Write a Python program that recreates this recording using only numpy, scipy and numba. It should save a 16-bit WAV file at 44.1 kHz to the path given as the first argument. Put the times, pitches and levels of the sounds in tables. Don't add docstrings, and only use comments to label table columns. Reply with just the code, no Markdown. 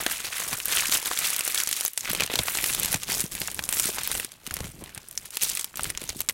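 import sys
import numpy as np
from scipy import signal
from scipy.fft import rfft, irfft, next_fast_len
from scipy.io import wavfile
from scipy.ndimage import uniform_filter1d
from numba import njit

SR = 44100
rng = np.random.default_rng(int(sys.argv[2]) if len(sys.argv) > 2 else 0)


def unload_audio(sound):
    columns = np.transpose(np.atleast_2d(sound))
    steps = np.round(np.clip(columns, -1, 1) * 32767)
    wavfile.write(sys.argv[1], SR, steps.astype(np.int16))


N = 279153


def undb(db):
    return 10 ** (np.asarray(db) / 20)


def level(x, db):
    return x * undb(db) / np.sqrt(np.mean(x ** 2))


def read(table, hz):
    f, db = np.transpose(table)
    return np.interp(np.log(hz), np.log(f), db)


def noise(table):
    size = next_fast_len(N)
    hz = np.maximum(np.arange(size // 2 + 1) * SR / size, 1)
    spectrum = rfft(rng.standard_normal(size)) * undb(read(table, hz))
    return level(irfft(spectrum, size)[:N], 0)


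def walk(rate):
    k = int(SR / rate)
    held = np.repeat(rng.standard_normal(N // k + 1), k)
    return uniform_filter1d(held, k)[:N]


@njit
def add(out, start, pole, size, rise):
    for k in range(len(start)):
        z, gate = size[k], 1.
        length = int(-6.9 / np.log(abs(pole[k])))
        for i in range(start[k], min(start[k] + length, len(out))):
            gate *= rise[k]
            out[i] += z.imag * (1 - gate)
            z *= pole[k]


def rings(s, hz, t60, gain, rise_s):
    s, hz, t60, gain, rise_s = (np.ravel(v) for v in np.broadcast_arrays(s, hz, t60, gain, rise_s))
    out = np.zeros(N)
    turn = 2j * np.pi * np.clip(hz, 20, .45 * SR)
    decay = np.log(1000) / np.clip(t60, 1e-3, 1)
    pole = np.exp((turn - decay) / SR)
    size = gain * np.exp(2j * np.pi * rng.random(len(s)))
    start = np.clip(s * SR, 0, N - 1).astype(np.int64)
    add(out, start, pole, size, np.exp(-1 / (rise_s * SR)))
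    return out


def facets(s, db, focus_hz, lo_hz, hi_hz, count, spread_s, bend=1.):
    # (f/Hz, level/dB)
    foil_response = [(130, -33), (220, -4.5), (990, -3.5), (1460, -1.5), (2500, -3), (5400, -3),
                     (9240, 0.5), (13900, 0), (17000, -2)]
    ring_s, ring_power = 0.0055, 0.31
    focus_db = 7.0
    u = rng.random((len(s), count, 4))
    place = (np.arange(count) + u[..., 0]) / count
    hz = lo_hz + (hi_hz - lo_hz) * place ** bend
    late = -np.log(1 - u[..., 1])
    t60 = ring_s * (4000 / hz) ** ring_power * (.5 + u[..., 2])
    off_db = np.minimum(focus_db * np.abs(np.log2(hz / focus_hz[:, None])), 8.5)
    scatter_db = 6.8 * (u[..., 3] - .5)
    db = db[:, None] + read(foil_response, hz) - off_db - 3.54 * late + scatter_db
    return rings(s[:, None] + spread_s * late, hz, t60, undb(db) / np.sqrt(count), .0001)


def snaps():
    # (t/s, main facet level/dB, small facets level/dB, large facets level/dB,
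    # main facet f/Hz); levels relative within each column
    creases = [(0.0164, -24, -27, -34, 2100), (0.0352, -17, -26, -39, 7000), (0.064, -14, -10, -9.5, 2530),
               (0.203, -20, -26, -31, 6960), (0.2485, -27, -29, -36, 1260), (0.251, -16, -30, -29, 4560),
               (0.2683, -18.5, -27, -44, 4500), (0.401, -19, -22, -22.5, 7600),
               (0.529, -36, -31, -20.5, 2620), (0.5855, -18, -28, -45, 12800),
               (0.6013, -12.5, -21, -45, 2830), (0.6562, -1, -18, -28, 12100),
               (0.6827, -12, -23, -28, 9040), (0.7236, -12, -14, -21, 7900), (0.752, -7, -25, -31, 11500),
               (0.7626, -5, -23, -30, 9200), (0.771, -3, -28, -34, 3120), (0.783, -7, -29, -42, 3000),
               (0.7964, -6.5, -31, -40, 2640), (0.8064, -20, -10, -36, 6330), (0.823, -10, -24, -27, 1700),
               (0.8564, -7.5, -36, -38, 2420), (0.8962, -21, -17, -25, 5000), (0.923, -2.5, -17, -25, 4570),
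               (0.946, -11, -13.5, -31, 9200), (0.9516, -6, -16, -19, 2900), (0.9725, -9, -14, -45, 9130),
               (0.999, -20, -19, -36, 3500), (1.0273, -28, -21, -30, 890), (1.058, -21, -16, -26.5, 9700),
               (1.0785, -16, -25, -25.5, 2460), (1.1135, -14.5, -21, -21, 1080),
               (1.133, -21, -20, -31, 2780), (1.1744, -11, -16, -51, 3450), (1.189, -5, -11, -31, 9900),
               (1.246, -10, -38, -39, 3300), (1.251, -11, -22, -24, 8200), (1.2716, -8, -23, -39, 13820),
               (1.303, -6, -22, -27, 9500), (1.3637, -13, -10, -30, 10100), (1.392, -8, -16, -30, 9500),
               (1.408, -10, -13, -59, 2700), (1.4507, -8, -24, -42, 9000), (1.4774, -12, -10, -25.5, 10550),
               (1.546, -7, -13, -24, 9220), (1.5551, -13, -21, -46, 10290), (1.577, -9, -14, -25, 3370),
               (1.6014, -9.5, -13, -28, 2930), (1.635, -14, -12.5, -43, 7200),
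               (1.6735, -12, -12, -28, 7600), (1.69, -8, -20, -32.5, 11300), (1.7125, -6, -19, -25, 10900),
               (1.7277, -10, -10.5, -40, 3240), (1.809, -9, -14.5, -25, 10700),
               (1.8504, 2, -8.5, -47, 14300), (1.861, -6.5, -22, -36, 6440),
               (1.8796, -16, -20, -30.5, 11000), (1.934, -24, -28, -50, 11200),
               (1.9762, -10, -10.5, -23.5, 8930), (2.008, -11, -21, -54, 6600),
               (2.053, -17, -32, -38, 5500), (2.0558, -16, -30, -29, 2540), (2.0765, -22, -40, -26, 1500),
               (2.093, -25, -32, -23, 1970), (2.0976, -10, -17, -23, 14000), (2.102, -21, -19, -23, 5000),
               (2.115, -20, -22, -28, 10500), (2.133, -5, -17, -25, 11900), (2.1494, -22, -15, -17, 3340),
               (2.1992, -12, -20, -19, 2800), (2.206, -8, -8.5, -11.5, 4960), (2.2213, -18, -20, -16, 2000),
               (2.2357, -9, -12.5, -41, 4060), (2.2625, -25, -19, -39, 6000), (2.2758, -26, -29, -29, 3000),
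               (2.2999, -25, -41, -23.5, 3660), (2.3334, -15, -30, -29, 4000), (2.338, -15, -20, -17, 8550),
               (2.356, -6.5, -8.5, -15.5, 3600), (2.3896, 2, -6, -33, 3640), (2.434, -8, -40, -50, 11000),
               (2.483, -14, -23, -15, 2450), (2.5042, -30, -34, -33, 2550), (2.5485, -12, -19, -46, 7300),
               (2.552, -15, -14.5, -25, 1480), (2.5722, -8, -20, -22, 7900), (2.5862, -8, -29, -19, 2280),
               (2.6256, -17, -32, -32, 7050), (2.6412, -4.5, -6.5, -20, 1890), (2.661, -23, -17, -28, 9500),
               (2.699, -13, -20, -40, 2490), (2.7053, -19, -18, -33, 9300), (2.7275, -13, -20, -27, 9650),
               (2.735, -15, -16, -33, 8200), (2.748, -23, -9.5, -22, 8140), (2.7976, -3, -16, -33, 11600),
               (2.832, -17, -12, -27, 10000), (2.8476, -9, -13, -27, 7660), (2.8578, -12, -13, -28, 13050),
               (2.9185, -13, -22, -44, 9100), (2.928, -12, -10, -23, 9100), (2.9428, -10, -9, -14, 6900),
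               (2.959, -18, -22, -26, 5990), (3.0333, -24, -18.5, -34, 7000), (3.0997, -13, -19, -36, 2270),
               (3.12, -9, -14, -26, 10550), (3.128, -10, -24, -32, 5540), (3.142, -11, -32, -30, 5200),
               (3.196, -10, -22, -26, 7550), (3.205, -4.5, -11, -33, 9300), (3.212, -7, -22, -36, 9600),
               (3.24, -20, -24, -34, 8000), (3.3197, -17, -41, -47, 8140), (3.3514, -22, -20, -33, 10680),
               (3.3792, -31, -32, -30, 1300), (3.403, -14, -27, -45, 11700),
               (3.4165, -30, -15.5, -22.5, 1100), (3.475, -15, -18, -42, 7000),
               (3.4823, -24, -41, -21, 1190), (3.515, -19, -25, -35, 9500), (3.5453, -10, -26, -44, 9950),
               (3.592, -21, -19, -19.5, 1510), (3.6385, -19, -17.5, -33.5, 6760),
               (3.69, -3.5, -17, -23, 9150), (3.726, -18, -12, -19.5, 9000), (3.737, -10, -23, -28, 8100),
               (3.7698, -12, -20, -26.5, 8900), (3.7972, 1, -3, -23.5, 8830), (3.8415, -15, -18, -29, 7200),
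               (3.8568, -4, -15, -37, 9050), (3.9841, -29, -25, -20.5, 2650), (4.034, -12, -22, -40, 9170),
               (4.075, -5, -16, -28.5, 14400), (4.1155, -11, -14.5, -22.5, 8900),
               (4.1512, -9, -36, -22, 8300), (4.1987, -12, -25, -20.5, 9700), (4.247, -13, -22, -31, 9170),
               (4.319, -32, -29.5, -43, 9600), (4.466, -18, -22, -38, 3100), (4.4732, -33, -22, -34, 11700),
               (4.5096, -19, -21, -28, 1420), (4.5402, -12, -17.5, -39, 10800),
               (4.558, -30, -30, -47, 7000), (4.5673, -18, -18, -29, 2050), (4.5895, -29, -36, -41, 2500),
               (4.605, -27, -24, -34, 1800), (4.643, -37, -33, -31.5, 5000), (4.6698, -29, -37, -38, 2200),
               (4.7175, -27, -51, -57, 8910), (4.8393, -22, -35, -40, 9050), (4.86, -30, -40, -40, 3500),
               (4.948, -19, -36, -42, 9400), (4.9772, -21, -28, -28.5, 8440), (5.086, -22, -39, -60, 10200),
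               (5.111, -28, -27.5, -53, 12500), (5.127, -30, -35, -46, 13100),
               (5.1523, -27, -36, -58, 10500), (5.176, -8, -16, -44, 5860), (5.256, -26, -30, -44, 11180),
               (5.306, -22, -30, -50, 9750), (5.3558, -19, -29, -44, 10720),
               (5.3702, -11, -10, -25.5, 8700), (5.42, -7, -24, -30, 6460), (5.425, -7, -16, -44, 9200),
               (5.4333, -18, -6, -32, 12600), (5.443, -7, -23, -48, 8500), (5.551, -12, -22, -52, 9260),
               (5.5724, -14.5, -16, -29, 2600), (5.595, -13, -16, -31, 8200), (5.611, -14, -20, -40, 8100),
               (5.644, -32, -15, -30.5, 12000), (5.7415, -27, -58, -45, 1420),
               (5.757, -18.5, -28, -35, 7550), (5.7717, -28, -20.5, -35, 12800),
               (5.7945, -16, -29, -25, 1230), (5.8083, -29, -24, -41, 3000), (5.833, -10, -19, -46, 9100),
               (5.843, -27, -13.5, -30, 6500), (5.855, -19, -35, -29, 2200),
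               (5.9018, -17, -19, -23.5, 9400), (5.9502, -22, -30, -37, 2950),
               (5.9746, -11, -21.5, -25.5, 7060), (6.0159, -20, -29, -28.5, 8100),
               (6.039, -20, -31, -34, 9870), (6.0764, -26, -33, -49, 6370), (6.0917, -24, -17.5, -30, 6860),
               (6.0944, -19, -20, -32, 4500), (6.102, -20, -27, -32, 4020), (6.2053, -5, -17, -24.5, 12000),
               (6.2158, -16, -22, -33, 7540), (6.2879, -2, -9, -19, 7300), (6.2961, -11, -13.5, -23, 11760),
               (6.3072, -21, -36, -36, 8200)]
    snap_s, snap_power, tick_hz = 0.0036, 0.12, 3450
    s, main_db, small_db, large_db, hz = np.transpose(creases)
    main = rings(s + .0002, hz, snap_s * (4000 / hz) ** snap_power, undb(main_db), 0.000085)
    tick = rings(s, tick_hz, 0.00093, undb((small_db + large_db) / 2 + 11.0), .00003)
    large = facets(s, large_db + 14.0, np.minimum(hz, 2800), 215, 4120,
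                   count=12, spread_s=.0003, bend=1.303)
    small = facets(s, small_db + 12.0, np.maximum(hz, 6000), 4220, 17150, count=22, spread_s=0.00035)
    return tick + main + large + small


def squeeze_db(t):
    # (t/s, length/s, level at start/dB, level at end/dB,
    # large facets over small ones level/dB)
    squeezes = [(0, 0.067, -35, -43, 4.5), (0.079, 0.045, -37, -32.5, 2.5), (0.155, 0.053, -40, -38, -0.5),
                (0.242, 0.044, -34.5, -37, -0.5), (0.318, 0.13, -35.5, -35, 2.5),
                (0.475, 0.056, -38, -32.5, 1), (0.573, 0.059, -36.5, -39.5, -7),
                (0.656, .035, -38, -34, -0.5), (0.707, 0.13, -28.5, -31, 1), (0.853, 0.034, -34, -34, -2.5),
                (0.923, 0.09, -25.5, -39.5, -0.5), (1.054, 0.11, -37.5, -35, -0.5),
                (1.183, 0.15, -31.5, -30, -0.5), (1.345, 0.049, -46, -35, 2.5),
                (1.438, 0.18, -35.5, -31.5, -1), (1.659, 0.19, -38, -33.5, -2.5),
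                (1.973, 0.062, -44, -44.5, -8), (2.047, 0.19, -40.5, -38, 4.5),
                (2.307, 0.11, -37, -36.5, 1), (2.461, 0.29, -36, -34.5, -0.5),
                (2.781, 0.16, -33, -32.5, -3), (2.996, 0.033, -49, -42, 0.5),
                (3.079, 0.13, -33.5, -34.5, -3.5), (3.257, 0.014, -35, -45.5, -5.5),
                (3.321, 0.348, -38.5, -43.5, -4.5), (3.705, 0.19, -37, -31.5, -4),
                (3.934, 0.29, -35, -35.5, -3), (4.457, 0.2, -48, -45, -0.5), (4.81, 0.16, -55, -55, 4.5),
                (5.061, 0.2, -67, -45, -2), (5.332, 0.051, -42, -46, -4), (5.42, 0.21, -30.5, -40.5, -6.5),
                (5.776, 0.13, -43.5, -42, -3), (5.89, 0.22, -54, -42, -2), (6.166, 0.026, -46, -41, -5),
                (6.31, 0.013, -47, -50, -4)]
    grip_s, let_go_s = 0.013, 0.028
    settle_db, settle_s = -9.5, 0.029
    creep_db = -56.5
    power = undb(2 * creep_db) + np.zeros((2, len(t)))
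    for s, length, first_db, last_db, large_db in squeezes:
        left = s + length - t
        held_db = np.interp(t, [s, s + length], [first_db, last_db])
        edge = np.minimum(np.minimum((t - s) / grip_s, left / let_go_s), 0)
        settle = undb(2 * settle_db) * (t > s) * np.exp(2 * np.minimum(left / settle_s, 0))
        small = undb(2 * held_db) * (np.exp(2 * edge) + settle)
        power = power + small * np.array([[1], [undb(2 * large_db)]])
    return 10 * np.log10(power)


def crackle(lo_hz, hi_hz, per_s, scatter_db, count):
    u = rng.random((int(per_s * N / SR), 3))
    db = np.minimum(-scatter_db * np.log(1 - u[:, 1]), 14.)
    fold = .5 + .3 * walk(9)[(u[:, 0] * N).astype(int)]
    size = np.clip(.6 * fold + .4 * u[:, 2], 0, 1)
    focus_hz = lo_hz * (hi_hz / lo_hz) ** size
    return level(facets(u[:, 0] * N / SR, db, focus_hz, lo_hz, hi_hz, count=count, spread_s=.0002), 0)


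def small_crackle(small_db, burst_db):
    ticks = crackle(2310, 17000, 500., 8.7, count=12)
    rustle = crackle(3310, 17230, 5200., 3.7, count=3)
    scrape_db = -5.5 + 0.28 * (small_db + 36)
    return undb(small_db + burst_db) * (undb(-0.5) * ticks + undb(scrape_db) * rustle)


def large_crackle(large_db, burst_db):
    return undb(large_db + 0.51 * burst_db - 4.5) * crackle(1120, 4110, 850., 4.5, count=4)


def pops():
    # (t/s, level/dB, f/Hz)
    panel_pops = [(0.064, -24, 300), (0.528, -28.5, 142), (0.89, -26.5, 258), (1.112, -25, 517),
                  (2.107, -24.5, 187), (2.133, -20, 550), (2.152, -22, 503), (2.181, -31, 186),
                  (2.207, -23, 536), (2.229, -29.5, 120), (2.248, -30, 431), (2.301, -21, 443),
                  (2.317, -24, 814), (2.341, -20.5, 427), (2.365, -29, 123), (2.377, -27, 500),
                  (2.392, -15.5, 596), (2.396, -21, 114), (2.414, -41, 151), (2.637, -29, 406),
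                  (2.848, -34, 264), (2.904, -30, 170), (2.949, -21, 158), (3.094, -27.5, 362),
                  (3.199, -32, 221), (3.241, -21.5, 186), (3.259, -29, 400), (3.414, -26, 183),
                  (3.593, -38, 201), (3.856, -27.5, 258), (3.893, -20, 383), (4.248, -31, 375),
                  (4.475, -30.5, 234), (4.516, -31, 70), (4.569, -31, 180), (4.606, -24, 454),
                  (4.609, -22.5, 120), (4.618, -32, 65), (4.646, -27, 167), (4.657, -36, 60),
                  (4.69, -32, 130), (4.745, -35, 150), (4.823, -30.5, 330), (4.831, -35, 161),
                  (4.972, -35, 114), (5.795, -30, 695), (5.815, -38, 42), (5.869, -29, 163),
                  (5.953, -38, 52.4), (6.02, -28.5, 360), (6.039, -34, 181), (6.095, -35, 70),
                  (6.161, -30.5, 228)]
    s, db, hz = np.transpose(panel_pops)
    hz = hz[:, None] * np.array([.62, 1, 1.7])
    s = s[:, None] - .0018
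    return rings(s, hz, 6.3 / hz, undb(db[:, None] + np.array([-5.0, 2.5, -3.0])), 0.4 / hz)


def bending_db(t, small_db, burst_db):
    # (t/s, level/dB)
    fold_course = [(0.0, -49), (0.32, -57), (0.6, -52), (1.69, -62.5), (1.87, -70), (2.06, -52),
                   (2.24, -49.5), (2.57, -54.5), (2.73, -44), (4.05, -51), (4.27, -55.5), (4.49, -57.5),
                   (4.71, -49.5), (5.04, -56), (5.24, -54.5), (5.38, -65), (5.82, -52.5), (6.03, -49),
                   (6.22, -49.5), (6.33, -51)]
    slack_db = np.interp(t, *np.transpose(fold_course))
    grip_db = small_db - uniform_filter1d(small_db, SR // 2)
    flex_db = slack_db + 0.65 * grip_db + 4.5
    return flex_db + .6 * burst_db + 3.0 * walk(16)


def panel_clicks(bump_db, large_db):
    return undb((bump_db + large_db) / 2 - 8.0) * crackle(217, 1210, 250., 5.3, count=3)


def air_puffs(bump_db):
    # (f/Hz, level/dB per Hz), relative
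    flex_spectrum = [(12, -27), (20, 8.5), (163, 5), (304, -3), (358, -0.5), (700, -14.5), (910, -60)]
    return undb(bump_db - 5.0) * noise(flex_spectrum)


def after_rattle(x):
    # (low edge f/Hz, high edge f/Hz, t60/s, level/dB)
    rattle_bands = [(497, 2760, 0.047, -8.5), (1960, 4630, 0.025, -5), (4940, 12200, 0.027, -5.5),
                    (9600, 19600, 0.007, -8)]
    out = 0
    for lo_hz, hi_hz, t60, db in rattle_bands:
        edges = np.geomspace(lo_hz, min(hi_hz, .45 * SR), 3)
        keep = 1e-6 ** (1 / (t60 * SR))
        for strip in zip(edges, edges[1:]):
            band = signal.butter(2, strip, "bandpass", fs=SR, output="sos")
            stored = signal.lfilter([1 - keep], [1, -keep], signal.sosfilt(band, x) ** 2)
            hiss = level(signal.sosfilt(band, rng.standard_normal(N)), 0)
            out = out + undb(db) * np.sqrt(stored) * hiss
    return out


def still_air():
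    # (f/Hz, level/dB per Hz), relative
    air_spectrum = [(15, -30), (25, 0), (1330, -5), (6210, -7), (9320, -6), (16000, -15)]
    return undb(-66) * noise(air_spectrum)


def scene():
    t = np.arange(N) / SR
    small_db, large_db = squeeze_db(t)
    burst_db = 1.92 * walk(45)
    bump_db = bending_db(t, small_db, burst_db)
    foil = snaps() + small_crackle(small_db, burst_db) + large_crackle(large_db, burst_db)
    foil = foil + pops() + panel_clicks(bump_db, large_db)
    return (foil + after_rattle(foil) + air_puffs(bump_db) + still_air())[None]


def record(dry):
    top_hz, drive = 15900, 3.2
    rounded = np.tanh(drive * dry) / drive
    return signal.sosfilt(signal.ellip(10, .2, 60, top_hz, fs=SR, output="sos"), rounded)


dry = scene()
out = record(dry)
unload_audio(out)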